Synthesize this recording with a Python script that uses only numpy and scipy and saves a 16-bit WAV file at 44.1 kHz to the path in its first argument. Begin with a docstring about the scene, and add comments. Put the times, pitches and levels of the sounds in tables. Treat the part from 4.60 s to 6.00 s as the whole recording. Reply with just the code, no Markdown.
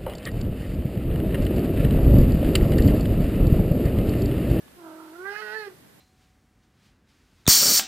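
"""A carpeted room, with a low rumble, a deep hum, hiss and a faint fading tone. Close by on the right,
a claw catches a plush toy and a cat growls once over it. Its vocal folds flutter low behind a shut
mouth, then rise into a whine that brightens as the mouth opens. The voice turns raspy, breaks into
alternating long and short cycles, clears, and sinks into a last flutter as a paw scuffs the carpet."""
import sys
import numpy as np
from scipy import signal
from scipy.fft import rfft, irfft, next_fast_len
from scipy.io import wavfile

SR = 44100
rng = np.random.default_rng(int(sys.argv[2]) if len(sys.argv) > 2 else 0)


def dump(signal):
    """Clip the signal to [-1, 1] and save it as 16-bit WAV at the path in sys.argv[1]."""
    limited = np.clip(np.atleast_2d(signal).T, -1, 1)
    pcm = np.round(limited * 32767).astype(np.int16)
    wavfile.write(sys.argv[1], SR, pcm)


N = 61739
TIME = np.arange(N) / SR
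FFT_SIZE = 2 * next_fast_len(N)
BIN_HZ = np.maximum(np.arange(FFT_SIZE // 2 + 1) * SR / FFT_SIZE, 1)


def from_db(db):
    """Decibels to gain."""
    return 10 ** (np.asarray(db) / 20)


def unit_rms(x):
    """Scale to unit rms."""
    return x / np.sqrt(np.mean(x ** 2) + 1e-20)


def automation(rows):
    """One lane per column after the time, in straight ramps between breakpoints."""
    times, *columns = np.transpose(rows)
    return [np.interp(TIME, times, column) for column in columns]


def fader(rows):
    """Gain over time from a level table."""
    return from_db(automation(rows)[0])


def eq_gain(curve):
    """Gain of an EQ curve at every frequency bin."""
    hz, db = np.transpose(curve)
    return from_db(np.interp(np.log(BIN_HZ), np.log(hz), db))


def equalise(x, curve):
    """Minimum-phase EQ: it rings only after the sound that excites it."""
    cepstrum = irfft(np.log(eq_gain(curve)))
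    cepstrum[1:FFT_SIZE // 2] *= 2
    cepstrum[FFT_SIZE // 2 + 1:] = 0
    return irfft(rfft(x, FFT_SIZE) * np.exp(rfft(cepstrum)))[..., :N]


def drift(rate_hz):
    """Smooth random modulation at unit rms."""
    lowpass = signal.butter(2, rate_hz, fs=SR, output="sos")
    return unit_rms(signal.sosfilt(lowpass, rng.standard_normal(2 * N))[N:])


# dark EQ of the room tone: (frequency [Hz], gain [dB])
RUMBLE_EQ = [(20, -21), (45, -18), (66, -9.5), (90, -7), (130, -3.5), (200, 0.5), (330, -3), (520, -10),
             (900, -24), (2000, -46.5)]
# its fader ride: (time [s], level [dB])
RUMBLE_LEVEL = [(0, -55.5), (.16, -57), (.22, -58.5), (.55, -62.5), (.8, -61.5), (1.05, -63), (1.16, -58),
                (1.4, -58.5)]
def room_rumble(shared_power=.3):
    """A bed of low noise, partly common to both sides."""
    centre = np.sqrt(shared_power) * rng.standard_normal(N)
    sides = np.sqrt(1 - shared_power) * rng.standard_normal((2, N))
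    return unit_rms(equalise(centre + sides, RUMBLE_EQ)) * fader(RUMBLE_LEVEL)


# broad EQ of the hiss: (frequency [Hz], gain [dB])
HISS_EQ = [(100, -6), (600, 6.5), (1200, 2.5), (1750, 3), (2300, 0), (4000, -2.5), (6300, -7), (9000, -4.5),
           (14500, -4)]
# its gentle swell: (time [s], level [dB])
HISS_LEVEL = [(0, -54.5), (.2, -54.5), (.6, -53), (1.0, -52), (1.15, -55), (1.4, -56.5)]
def microphone_hiss(right_lead_db=2.5):
    """Wide, separate noise on each side, leaning right."""
    hiss = unit_rms(equalise(rng.standard_normal((2, N)), HISS_EQ))
    pan = from_db([[-right_lead_db / 2], [right_lead_db / 2]])
    return hiss * fader(HISS_LEVEL) * pan


# the hum comes and goes: (time [s], level [dB])
HUM_LEVEL = [(0, -70), (.16, -65), (.2, -100), (.55, -76), (.6, -71), (.84, -83), (1.4, -78)]
def hum(hz=64.8):
    """A deep, slightly unsteady sine."""
    return np.sqrt(2) * np.sin(2 * np.pi * hz * TIME + .5 * drift(8.7)) * fader(HUM_LEVEL)


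def thin_tone(hz=1718, start_db=-67, fade_db_per_s=49):
    """A faint, wavering background sine that fades from the start."""
    fade = from_db(start_db - fade_db_per_s * TIME)
    return np.sqrt(2) * np.sin(2 * np.pi * hz * TIME + drift(40)) * fade


# two-peaked tick of claw on toy: (frequency [Hz], gain [dB])
CLAW_EQ = [(300, -8), (850, 9), (1900, -2), (3000, 9), (6000, -27)]
def claw(onset_s=.08, decay_s=.003, drive_db=-44):
    """A claw catches the toy: one soft tap of fast-decaying noise."""
    age = TIME - onset_s
    burst = (age >= 0) * np.exp(-np.abs(age) / decay_s) * rng.standard_normal(N)
    return equalise(from_db(drive_db) * burst, CLAW_EQ)


# sweep of the throat resonance: (time [s], centre [Hz], boost [dB])
THROAT_SWEEP = [(.2, 1000, 7.5), (.3, 1250, 6.5), (.56, 1370, 10), (.66, 1615, 14), (.71, 1590, 16.5),
                (.742, 1426, 29), (.759, 1480, 24), (.766, 1710, 10.5), (.778, 1620, 0), (.787, 1590, 6),
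                (.808, 1510, 15), (.825, 1500, 4.5), (.87, 1593, 22), (.915, 1494, 10), (.95, 1682, 22),
                (1.0, 1760, 9.5), (1.07, 1696, 9.5)]
def overtone(order, phase, pitch_hz, throat_width_hz=135, waver_db=2.7, smear_rad=.55):
    """One wavering partial, boosted near the throat resonance and blurred by breath if high."""
    throat_hz, boost_db = automation(THROAT_SWEEP)
    hz = order * pitch_hz
    nearness = np.exp(-((hz - throat_hz) / throat_width_hz) ** 2)
    blur_rad = np.minimum((hz / 4400) ** 3, .8) * drift(120)
    gain = from_db(boost_db * nearness + waver_db * drift(13))
    lag_rad = smear_rad * order ** 2   # highs trail, so the pulses ring instead of snapping
    return gain * np.cos(order * phase - lag_rad + blur_rad)


def period_doubling(rasp, start_s=.815, end_s=.955, fade_s=.018):
    """How strongly the folds alternate long and short cycles: one full break, plus a little with rasp."""
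    inside_s = np.minimum(TIME - start_s, end_s - TIME)
    voice_break = np.clip(.5 + inside_s / fade_s, 0, 1)
    return voice_break + .22 * rasp * (.34 + drift(33))


def breath(phase, pitch_hz, rasp, base_db=-29, rasp_db=-11.5):
    """Air puffs through the folds once a cycle, harder with rasp."""
    noise = rng.standard_normal(N) * np.sqrt(SR / 2 / pitch_hz)
    puffs = unit_rms(1 + np.cos(phase))
    return noise * puffs * (from_db(base_db) + from_db(rasp_db) * rasp)


# pitch line of the vocal folds: (time [s], pitch [Hz])
GROWL_PITCH = [(.16, 362), (.19, 349.4), (.24, 328.2), (.29, 318.5), (.45, 320.8), (.5, 309.8),
               (.55, 336.4), (.6, 359.4), (.67, 396.2), (.73, 409.5), (.8, 429.3), (.89, 421), (.96, 438.9),
               (1.0, 431.4), (1.07, 401.2), (1.1, 366.1)]
# grit in the voice, 0 is clean: (time [s], flutter [amount], rasp [amount])
GROWL_GRIT = [(.16, 0.56, 0.25), (.25, 1.07, 0.74), (.5, 1.32, 1), (.59, 0.24, 0.28), (.695, 0.12, 0.32),
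              (.725, 0, 0.9), (.755, 0.08, 0.6), (.77, 0.03, 0.3), (.795, 0, 0.73), (.82, 0.17, 0.57),
              (.99, 0, 0.32), (1.07, 0.42, 0.31), (1.11, 1.66, 0.96)]
FLUTTER_HZ, FLUTTER_BEND, FLUTTER_DEPTH = 44.03, .0517, .2   # rate; pitch and level swing at flutter 1
RASP_HZ, JITTER_RAD, SHIMMER = 130, .135, .22   # rate; phase and level shake at rasp 1
def vocal_folds(undertone_db=-21, top_order=16):
    """The folds chop air into fluttering, rasping pulses; returns the fundamental and the overtones."""
    pitch_hz, = automation(GROWL_PITCH)
    flutter_amount, rasp = automation(GROWL_GRIT)
    flutter_hz = FLUTTER_HZ * (1 + .18 * drift(18.66))
    flutter = flutter_amount * np.sin(2 * np.pi * np.cumsum(flutter_hz) / SR)
    phase = 2 * np.pi * np.cumsum(pitch_hz * (1 + FLUTTER_BEND * flutter)) / SR
    doubling = period_doubling(rasp)
    sub_octave = from_db(undertone_db) * doubling * np.cos(phase / 2)
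    fundamental = np.sqrt(2) * (np.cos(phase) + sub_octave)
    phase = phase + JITTER_RAD * rasp * drift(RASP_HZ)
    # pulses come early and late, strong and weak in turn, which feeds the half-order overtones
    swing_rad, accent = .18 * doubling, .4 * doubling
    pulses = np.zeros(N)
    for order in range(2, top_order + 1):
        half_order = order - .5
        pulses += np.cos(order * swing_rad) * overtone(order, phase, pitch_hz)
        pulses += (np.sin(half_order * swing_rad) + accent) * overtone(half_order, phase, pitch_hz)
    pulses *= np.sqrt(2) * (1 + SHIMMER * rasp * drift(RASP_HZ))
    tremolo = 1 + FLUTTER_DEPTH * flutter
    return fundamental * tremolo, (pulses + breath(phase, pitch_hz, rasp)) * tremolo


# low body of the growl: (time [s], level [dB])
FUNDAMENTAL_LEVEL = [(.15, -87), (.168, -53), (.26, -45.5), (.39, -46), (.52, -47), (.575, -49),
                     (.597, -39), (.665, -42), (.715, -38.5), (.772, -50.5), (.83, -41.5), (.89, -45.5),
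                     (.985, -38.5), (1.055, -46), (1.08, -35), (1.098, -52.5), (1.135, -51), (1.16, -82)]
# overtones into the mouth: (time [s], drive [dB], opening [0 or less shut, 1 ajar, 2 or more wide])
MOUTH_MOVES = [(.15, -86, -2), (.18, -55.5, 0.26), (.26, -50, 0), (.42, -51, 0.47), (.525, -59.5, -0.13),
               (.56, -51.5, 0.1), (.64, -45, 0.74), (.66, -33.5, 1), (.7, -43.5, 1.52), (.74, -48.5, 2.5),
               (.795, -44, 2.5), (.85, -46.5, 1.71), (.91, -49, 2.5), (.965, -39, 1.35), (1.035, -50, 2.5),
               (1.075, -52.5, 2.5), (1.1, -53.5, 0.25), (1.15, -68, 1)]
# formants of the three mouth shapes: (frequency [Hz], gain [dB])
SHUT_EQ = [(200, -35.5), (420, -5), (640, -1), (740, -6), (900, 0.5), (1100, -11), (1320, -7.5), (1580, -3),
           (1800, -35), (2600, -30.5), (6000, -27)]
AJAR_EQ = [(200, -68), (450, 2), (640, -18), (800, -13.5), (1080, -5.5), (1230, -13.5), (1380, -15.5),
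           (1600, -10.5), (1780, -11.5), (1980, -10), (2300, -19.5), (3200, -38.5), (5000, -53)]
WIDE_EQ = [(200, -15.5), (500, -13.5), (640, -4.5), (850, -3), (1050, -14), (1270, -0.5), (1370, -14.5),
           (1490, -2.5), (1740, -6.5), (1930, 1.5), (2120, -6.5), (2300, -18.5), (2550, -3.5),
           (2750, -15.5), (3000, -11), (3400, -22.5), (4200, -15), (5150, -18), (5900, -27.5), (9000, -32)]
def growl():
    """The opening mouth crossfades the overtones through three EQs; the fundamental bypasses them."""
    fundamental, overtones = vocal_folds()
    drive_db, opening = automation(MOUTH_MOVES)
    driven = overtones * from_db(drive_db)
    shut = equalise(driven * np.clip(1 - opening, 0, 1), SHUT_EQ)
    ajar = equalise(driven * np.maximum(1 - np.abs(opening - 1), 0), AJAR_EQ)
    wide = equalise(driven * np.maximum(opening - 1, 0), WIDE_EQ)
    return fundamental * fader(FUNDAMENTAL_LEVEL) + shut + ajar + wide


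# a brief glint on top of the whine: (time [s], level [dB])
WHISTLE_LEVEL = [(.948, -70), (.968, -52), (1.008, -50.5), (1.065, -68)]
def whistle(order=10):
    """One high overtone sings out as the voice clears."""
    pitch_hz, = automation(GROWL_PITCH)
    phase = 2 * np.pi * np.cumsum(pitch_hz) / SR
    gate = (TIME > WHISTLE_LEVEL[0][0]) & (TIME < WHISTLE_LEVEL[-1][0])
    return np.sqrt(2) * np.cos(order * phase) * fader(WHISTLE_LEVEL) * gate


# swell of the scuff: (time [s], level [dB])
PAW_LEVEL = [(1.08, -79), (1.16, -58.5), (1.25, -60), (1.32, -71), (1.4, -61.5)]
# its muffled EQ: (frequency [Hz], gain [dB])
PAW_EQ = [(40, -44), (80, -7), (115, 0), (170, -7), (300, -37)]
def paw():
    """A paw shifts on the carpet: a dull scuff of low noise."""
    return unit_rms(equalise(rng.standard_normal(N), PAW_EQ)) * fader(PAW_LEVEL)


# shadow on the far, left side: (frequency [Hz], left minus right [dB])
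LEFT_SHADOW = [(150, 0.5), (370, -4.5), (690, -8), (1300, -17), (1800, -15), (2600, -25), (4500, -14),
               (9000, -26)]
def place_in_room(x, left_lag_s=.00009, t60_s=.19, predelay_s=.003, reverb_db=-12):
    """Sound from the right reaches the left later and duller; the soft room adds a short tail."""
    shadow = eq_gain(LEFT_SHADOW)
    left = shadow * np.exp(-2j * np.pi * BIN_HZ * left_lag_s)
    direct = np.array([left, np.ones_like(shadow)]) * np.sqrt(2 / (1 + shadow ** 2))   # constant power
    tail = rng.standard_normal((2, N)) * 1000 ** (-TIME / t60_s) * (TIME > predelay_s)
    tail = unit_rms(tail) / np.sqrt(N) * from_db(reverb_db)
    reverb = rfft(tail, FFT_SIZE) * np.abs(direct) ** .1   # the tail is barely shadowed
    return irfft(rfft(x, FFT_SIZE) * (direct + reverb))[:, :N]


def scene():
    """The cat up front on the right, over a quiet bed of room tone."""
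    cat = place_in_room(growl() + whistle() + claw() + paw())
    return cat + hum() + thin_tone() + room_rumble() + microphone_hiss()


CUTOFF_HZ = 14550
def record(dry):
    """A steep high cut on the whole mix."""
    taps = signal.firwin(501, CUTOFF_HZ, fs=SR)
    return signal.fftconvolve(dry, taps[None], mode="same", axes=1)


dry = scene()
out = record(dry)
dump(out)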